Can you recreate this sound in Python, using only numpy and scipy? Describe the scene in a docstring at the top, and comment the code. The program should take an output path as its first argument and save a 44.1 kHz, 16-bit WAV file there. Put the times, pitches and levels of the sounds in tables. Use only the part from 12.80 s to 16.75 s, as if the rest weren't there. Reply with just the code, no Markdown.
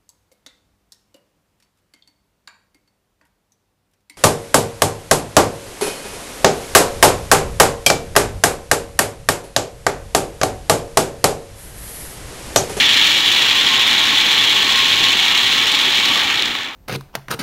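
"""A dense, clumping swish and clatter of hard nuts is heard first, over a low motor rumble and hum.
A food processor chops them on a stone counter, close to a phone microphone: filtered noise gives the
swish, random impulses the ticks, and short splintering or ringing bursts the cracks and knocks.
A wavering sine adds the motor's whine; dull thumps join late, and at the end the whirl dies down."""
import sys
import numpy as np
from scipy import signal
from scipy.io import wavfile
from scipy.ndimage import uniform_filter1d

SR = 44100
rng = np.random.default_rng(int(sys.argv[2]) if len(sys.argv) > 2 else 0)


def persist_wave(psi):
    """Save psi, clipped to +-1, as 16-bit WAV."""
    counts = np.round(np.clip(psi, -1, 1) * 32767).astype(np.int16)
    wavfile.write(sys.argv[1], SR, np.atleast_2d(counts).T)


N = 174195

# All levels hold ahead of the soft overload.
# Whirl of the nuts, above and below DULL_HZ: time_s, bright_level_db, dull_level_db
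WHIRL_LEVELS = [(0.0, -11, -17), (0.05, -13, -22), (0.13, -12.5, -21), (0.43, -14, -24.5),
                (0.89, -14.5, -22.5), (2.1, -14, -23.5), (3.29, -15.5, -23.5), (3.37, -15.5, -24.5),
                (3.41, -15.5, -19), (3.46, -19, -28.5), (3.5, -16.5, -21.5), (3.81, -25.5, -28),
                (3.88, -31.5, -29), (3.95, -39, -37)]
# Motor and base: time_s, rumble_db, hum_db, deep_bass_db
MOTOR_LEVELS = [(0.0, -30.5, -27, -36), (0.1, -33.5, -29.5, -43), (1.08, -33, -28, -43.5),
                (2.33, -32.5, -28.5, -41.5), (2.53, -35, -27, -45), (2.74, -34.5, -30, -40.5),
                (3.06, -33.5, -28, -48), (3.39, -33.5, -27, -42.5), (3.78, -36.5, -32.5, -49),
                (3.95, -45, -37.5, -57)]
# Motor whine, before its random waver: time_s, pitch_hz, level_db
WHINE_COURSE = [(.68, 1056, -55), (.76, 1056, -34), (.95, 1070, -31.5), (1.2, 1082, -34),
                (1.6, 1077, -34.5), (1.8, 1076, -40), (1.95, 1078, -30.5), (2.28, 1082, -31.5),
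                (2.4, 1084, -45), (2.62, 1082, -46), (2.7, 1081, -34), (3.2, 1084, -43), (3.4, 1080, -55)]
# Loudest cracks of large pieces: start_s, edge_peak_db, body_minus_edge_db
LARGE_CRACKS = [(0.0417, -13, -2), (0.2505, -10, 1), (0.2687, -10, -16), (0.3066, -20, -3),
                (0.379, -10, -8), (0.812, -9, 1), (0.9935, -14, -12.5), (1.5862, -17, -5),
                (1.6518, -12, -2), (1.8715, -13.5, 3), (2.0442, -13, -4), (2.1409, -11, -4),
                (2.2846, -8, -11), (2.3051, -21, -1), (2.6318, -10, 2), (2.6483, -17, -7),
                (2.7905, -19, -5), (2.8568, -10, 0), (2.9182, -8, 0), (2.989, -11, -9), (3.172, -14, -6),
                (3.357, -9, -1), (3.4114, -17, -14), (3.5537, -17, -4), (3.574, -15, 2), (3.613, -19, 0),
                (3.657, -15, 5), (3.7, -26, 4), (3.7513, -20, 10), (3.786, -26, 4), (3.8321, -17, -6), ]
# Hard knocks on the bowl wall: start_s, snap_peak_db
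HARD_KNOCKS = [(0.2301, -5), (0.2781, -4), (0.4599, -1), (0.6923, -1.3), (0.799, -7), (0.9298, -6),
               (1.2394, -4.0), (1.4657, 0), (1.9142, -8), (2.2399, 3), (2.2933, -7), (2.523, -2.3),
               (2.578, 1), (2.8693, -1), (2.9598, -2.7), (3.0827, -4), (3.2004, -1), (3.248, -9),
               (3.413, -11), (3.6235, 3), (3.658, -8.1), (3.821, -13.3), (3.9123, -22), (3.9341, -22.8)]
# Dull tumbling thumps in the bowl as the load slows, before roughening: start_s, pitch_hz, peak_db
TUMBLING_THUMPS = [(3.066, 385, -25), (3.225, 1097, -22), (3.3, 289, -23), (3.305, 1141, -22),
                   (3.355, 1173, -21), (3.42, 840, -24.5), (3.49, 1167, -23), (3.69, 243, -27.5)]
# Colour of bowl and microphone: frequency_hz, density_db (per Hz)
BOWL_SPECTRUM = [(760, -35.5), (1300, -17.5), (1620, -12.5), (1900, -5.5), (2060, -10.5), (2240, -3.5),
                 (2590, -7), (2900, -2), (3180, -1.5), (3400, 1.5), (3700, -4), (4200, -6), (4600, -15.5),
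                 (7260, -20.5), (8490, -30), (10400, -35), (11100, -28), (12000, -32), (12900, -34),
                 (13400, -34), (14200, -35), (15100, -34), (15800, -31)]
# Colour of the rumble: frequency_hz, density_db (per Hz)
RUMBLE_SPECTRUM = [(12, -46), (20, -2), (49, -11), (112, -1), (140, -3), (204, -3), (270, 1), (468, -1.5),
                   (552, -2.5), (700, -15), (910, -30), (1540, -120)]
# Colour of the hum: frequency_hz, density_db (per Hz)
HUM_SPECTRUM = [(380, -35), (650, -10.5), (704, -11.5), (926, -1), (1010, -1), (1040, -5), (1090, 4.5),
                (1230, -5.5), (1600, -6), (2080, -27), (3520, -120)]
# Ringing of the housing, first row in the rumble, the rest in the hum: frequency_hz, width_hz, level_db
HOUSING_MODES = [(246, 89, -10), (835, 73, -10), (890, 19, -18), (1113, 21, -7.5), (1157, 5, -13.5),
                 (1289, 12.5, -6.5)]

# Nuts: "body" lies below SPLIT_HZ and "edge" above it
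SPLIT_HZ, DULL_HZ = 3740, 2330
TICKS_PER_S, TICK_SPREAD_DB = 1500, 3  # rate before clumping and thinning
TICKS_DB, TICK_EDGE_DB, SWISH_DB, SWISH_EDGE_DB = -5.5, 1.5, -3, -1.5
CLUMP_DB, EDGE_CLUMP_DB, TICK_CLUMP_DB, PATCH_DB = 0.17, 1, 3, 1.5
THINNING = 0.47  # share of the level loss that goes into fewer ticks
BURSTS_PER_S, BURST_S = 110, 0.0045
END_CLUMPING = 0.05  # clumps deepen by this share per dB of level loss

THUD_HZ = 165  # the deep bass lies below, the rumble above
KITCHEN_T60_S, KITCHEN_DB = 0.94, -13.5
KNOCK_HZ, KNOCK_SPREAD, KNOCK_S, KNOCK_RING_DB = 3440, 0.11, 0.0004, -5
SMALL_KNOCKS_PER_S, SMALL_KNOCKS_DB = 160, -10
CRACK_RISE_S, CRACK_S = 0.00082, 0.0021
THUMP_S, THUMP_ROUGH = 0.0078, 0.6
TREBLE_LIMIT_HZ = 15790


def gain_of(db):
    """Amplitude ratio: 20 dB is a factor of ten."""
    return 10 ** (np.asarray(db) / 20)


def evened(x):
    """Normalization to unit root-mean-square level."""
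    return x / np.sqrt(np.mean(x ** 2) + 1e-20)


def curve(table, column=1):
    """Linear interpolation: one column of a time table at every sample."""
    rows = np.array(table)
    return np.interp(np.arange(N) / SR, rows[:, 0], rows[:, column])


def colour(x, points):
    """Minimum-phase filtering: a causal response with the given spectrum, falling away outside it."""
    f, db = np.transpose(points)
    log_hz = np.log(np.abs(np.fft.fftfreq(8192, 1 / SR)) + 1)
    log_f = np.log(f + 1)
    outside = np.maximum(log_f[0] - log_hz, 0) + np.maximum(log_hz - log_f[-1], 0)
    level_db = np.maximum(np.interp(log_hz, log_f, db) - 30 * outside, -100)
    # the Hilbert transform of the log gain supplies the phase
    spectrum = np.exp(np.conj(signal.hilbert(np.log(gain_of(level_db)))))
    taps = np.fft.ifft(spectrum).real[:4096]
    return signal.oaconvolve(x, taps / np.linalg.norm(taps))[:len(x)]


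def split(x, hz):
    """Zero-phase crossover: the low and high part of a sound."""
    return [signal.sosfiltfilt(signal.butter(3, hz, kind, fs=SR, output="sos"), x)
            for kind in ("low", "high")]


def patchy(x, patch_db):
    """Time-frequency modulation: random patches of level over time and frequency."""
    z = signal.stft(x, nperseg=512)[2]
    spots = rng.standard_normal(z.shape[::-1]).T
    spots = uniform_filter1d(spots, size=8, axis=0)
    spots = evened(uniform_filter1d(spots, size=4, axis=1))
    return signal.istft(z * gain_of(patch_db * spots), nperseg=512)[1][:N]


def bursts():
    """Shot noise: handfuls of nuts flung at the wall rise quickly and fade; slow swells even out."""
    flung = (rng.random(N) < BURSTS_PER_S / SR) * rng.exponential(1, N)
    rise = uniform_filter1d(flung, size=150) * 150
    fade = signal.lfilter([1], [1, -np.exp(-1 / (BURST_S * SR))], rise)
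    level = np.log(0.35 + abs(fade))
    return evened(level - uniform_filter1d(level, size=4000))


def nuts():
    """Superposed random impacts: a swish of crumbs and separate ticks, all clumping.

    In the swish the treble clumps most."""
    level_db = curve(WHIRL_LEVELS)
    middle_db = np.median(level_db)
    clump = bursts() * (1 + END_CLUMPING * np.maximum(middle_db - level_db, 0))

    body, edge = split(patchy(rng.standard_normal(N), PATCH_DB), SPLIT_HZ)
    swish = body * gain_of(CLUMP_DB * clump) + edge * gain_of(SWISH_EDGE_DB + EDGE_CLUMP_DB * clump)

    luck, size, sign = rng.random(N), rng.exponential(1, N), rng.choice([-1., 1.], N)
    density = gain_of(TICK_CLUMP_DB * clump + THINNING * (level_db - middle_db))
    struck = luck < TICKS_PER_S / SR * density
    ticks = sign * gain_of(TICK_SPREAD_DB * np.minimum(size, 4)) * struck
    body, edge = split(evened(ticks), SPLIT_HZ)
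    ticks = body + gain_of(TICK_EDGE_DB) * edge

    mix = gain_of(SWISH_DB) * evened(swish) + gain_of(TICKS_DB) * ticks
    dull, bright = split(colour(mix, BOWL_SPECTRUM), DULL_HZ)
    dull_db = curve(WHIRL_LEVELS, column=2)
    return gain_of(level_db) * evened(bright) + gain_of(dull_db) * evened(dull)


def resonate(x, hz, width):
    """Damped resonance of about unit peak gain, as a one-pole filter in a rotating frame."""
    turn = np.exp(2j * np.pi * np.cumsum(hz * np.ones(len(x))) / SR)
    r = np.exp(-np.pi * width / SR)
    return 2 * (turn * signal.lfilter([1 - r], [1, -r], x / turn)).real


def housing_ring(x, modes):
    """Modal superposition: the housing's resonances, all driven by one noise."""
    return sum(gain_of(db) * evened(resonate(x, hz, width)) for hz, width, db in modes)


def motor():
    """Forced vibration: lumpy rumble through the counter and a hum ringing in the housing."""
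    a, b = rng.standard_normal((2, N))
    deep, rumble = split(patchy(colour(a, RUMBLE_SPECTRUM), patch_db=0.94), THUD_HZ)
    rumble = evened(evened(rumble) + housing_ring(a, HOUSING_MODES[:1]))
    hum = evened(patchy(colour(b, HUM_SPECTRUM), patch_db=1.5))
    hum = evened(hum + housing_ring(b, HOUSING_MODES[1:]))
    out = gain_of(curve(MOTOR_LEVELS)) * rumble
    out += gain_of(curve(MOTOR_LEVELS, column=2)) * hum
    return out + gain_of(curve(MOTOR_LEVELS, column=3)) * evened(deep)


def kitchen(x):
    """Reverberation: six sparse, decaying reflection patterns take turns, so no fixed colouration builds up."""
    out, at = np.zeros(N), np.arange(150, SR // 2 - 20, 20)
    turn = 2 * np.pi * 3.1 * np.arange(N) / SR
    for k in range(6):
        taps = np.zeros(SR // 2)
        taps[at + rng.integers(0, 20, len(at))] = rng.choice([-1., 1.], len(at))
        taps *= gain_of(-60 * np.arange(len(taps)) / SR / KITCHEN_T60_S)
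        taps /= np.linalg.norm(taps)
        share = x * np.cos(turn + k * np.pi / 6) / np.sqrt(3)  # the six powers add up to one
        out += signal.oaconvolve(share, taps)[:N]
    return out


def knocks():
    """Impulse response: whole nuts hit the wall, a few hard and many lighter.

    Each gives a snap and some cycles of the bowl's main ring."""
    t, small = np.arange(400) / SR, np.zeros(N)
    snap = colour(1. * (t == 0), BOWL_SPECTRUM) * np.exp(-t / (2 * KNOCK_S))
    snap = snap / abs(snap).max()
    swell = t / KNOCK_S * np.exp(1 - t / KNOCK_S)

    def knock(tune, phase):
        """Damped oscillation: a snap of either sign with a ring of its own pitch and phase."""
        hz = KNOCK_HZ * (1 + KNOCK_SPREAD * (tune - 0.5))
        ring = swell * np.sin(2 * np.pi * (hz * t + phase))
        return snap * np.sign(phase - 0.5) + gain_of(KNOCK_RING_DB) * ring

    for tune, phase in rng.random((8, 2)):  # the lighter knocks share eight shapes
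        struck = rng.random(N) < SMALL_KNOCKS_PER_S / 8 / SR
        hits = struck * gain_of(3 * np.minimum(rng.exponential(1, N), 4))
        small += signal.oaconvolve(hits, knock(tune, phase))[:N]
    out = gain_of(curve(WHIRL_LEVELS) + SMALL_KNOCKS_DB) * evened(small)
    for (s, db), draw in zip(HARD_KNOCKS, rng.random((len(HARD_KNOCKS), 2))):
        out[round(s * SR):][:len(t)] += gain_of(db) * knock(*draw)
    return out


def cracks():
    """Brittle fracture: each large piece splinters briefly, with its own balance of body and edge."""
    out, t = np.zeros(N + 1000), np.arange(800) / SR
    envelope = np.minimum(t / CRACK_RISE_S, 1) * np.exp(-t / CRACK_S)
    noise = rng.standard_normal((len(LARGE_CRACKS), len(t)))
    for (s, db, body_db), row in zip(LARGE_CRACKS, noise):
        body, edge = split(colour(row * envelope, BOWL_SPECTRUM), SPLIT_HZ)
        crack = edge / abs(edge).max() + gain_of(body_db) * body / abs(body).max()
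        at = round(s * SR)
        out[at:at + len(t)] += gain_of(db) * crack
    return out[:N]


def chance(low_hz, high_hz):
    """Superposed sines: a slow random wobble between two rates, slightly stronger when slower."""
    t = np.arange(0, N + 64, 64) / SR
    rates = np.geomspace(low_hz, high_hz, 40)
    parts = sum(np.sin(2 * np.pi * (f * t + rng.random())) / f ** 0.046 for f in rates)
    return np.interp(np.arange(N) / SR, t, evened(parts))


def whine():
    """Frequency and amplitude modulation: the motor's tone wavers in pitch and level."""
    hz = curve(WHINE_COURSE) + 2.7 * chance(low_hz=3.4, high_hz=24.2)
    level_db = curve(WHINE_COURSE, column=2) + 3 * chance(low_hz=3, high_hz=20)
    tone = np.sqrt(2) * np.sin(2 * np.pi * np.cumsum(hz) / SR)
    return tone * gain_of(level_db)


def thumps():
    """Damped oscillation: each thump swells briefly and roughly at its own pitch."""
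    t, out = np.arange(3000) / SR, np.zeros(N)
    grit = uniform_filter1d(rng.standard_normal((len(TUMBLING_THUMPS), len(t))), size=120, axis=1)
    for (s, hz, db), row in zip(TUMBLING_THUMPS, grit):
        swell = t / THUMP_S * np.exp(1 - t / THUMP_S) * (1 + THUMP_ROUGH * evened(row))
        out[round(s * SR):][:len(t)] += gain_of(db) * swell * np.sin(2 * np.pi * hz * t)
    return out


def scene():
    """Linear superposition: bowl sounds with their reflections, and the motor with its whine."""
    bowl = nuts() + knocks() + cracks() + thumps()
    return (bowl + gain_of(KITCHEN_DB) * kitchen(bowl) + motor() + whine())[None]


def record(dry):
    """Saturation and band limiting: soft overload, then a steep upper limit of the treble."""
    soft = 1.221 * np.tanh(dry / 1.417)
    treble_limit = signal.firwin(1201, TREBLE_LIMIT_HZ, window=("kaiser", 9), fs=SR)
    return signal.oaconvolve(soft, treble_limit[None], "same")


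dry = scene()
out = record(dry)
persist_wave(out)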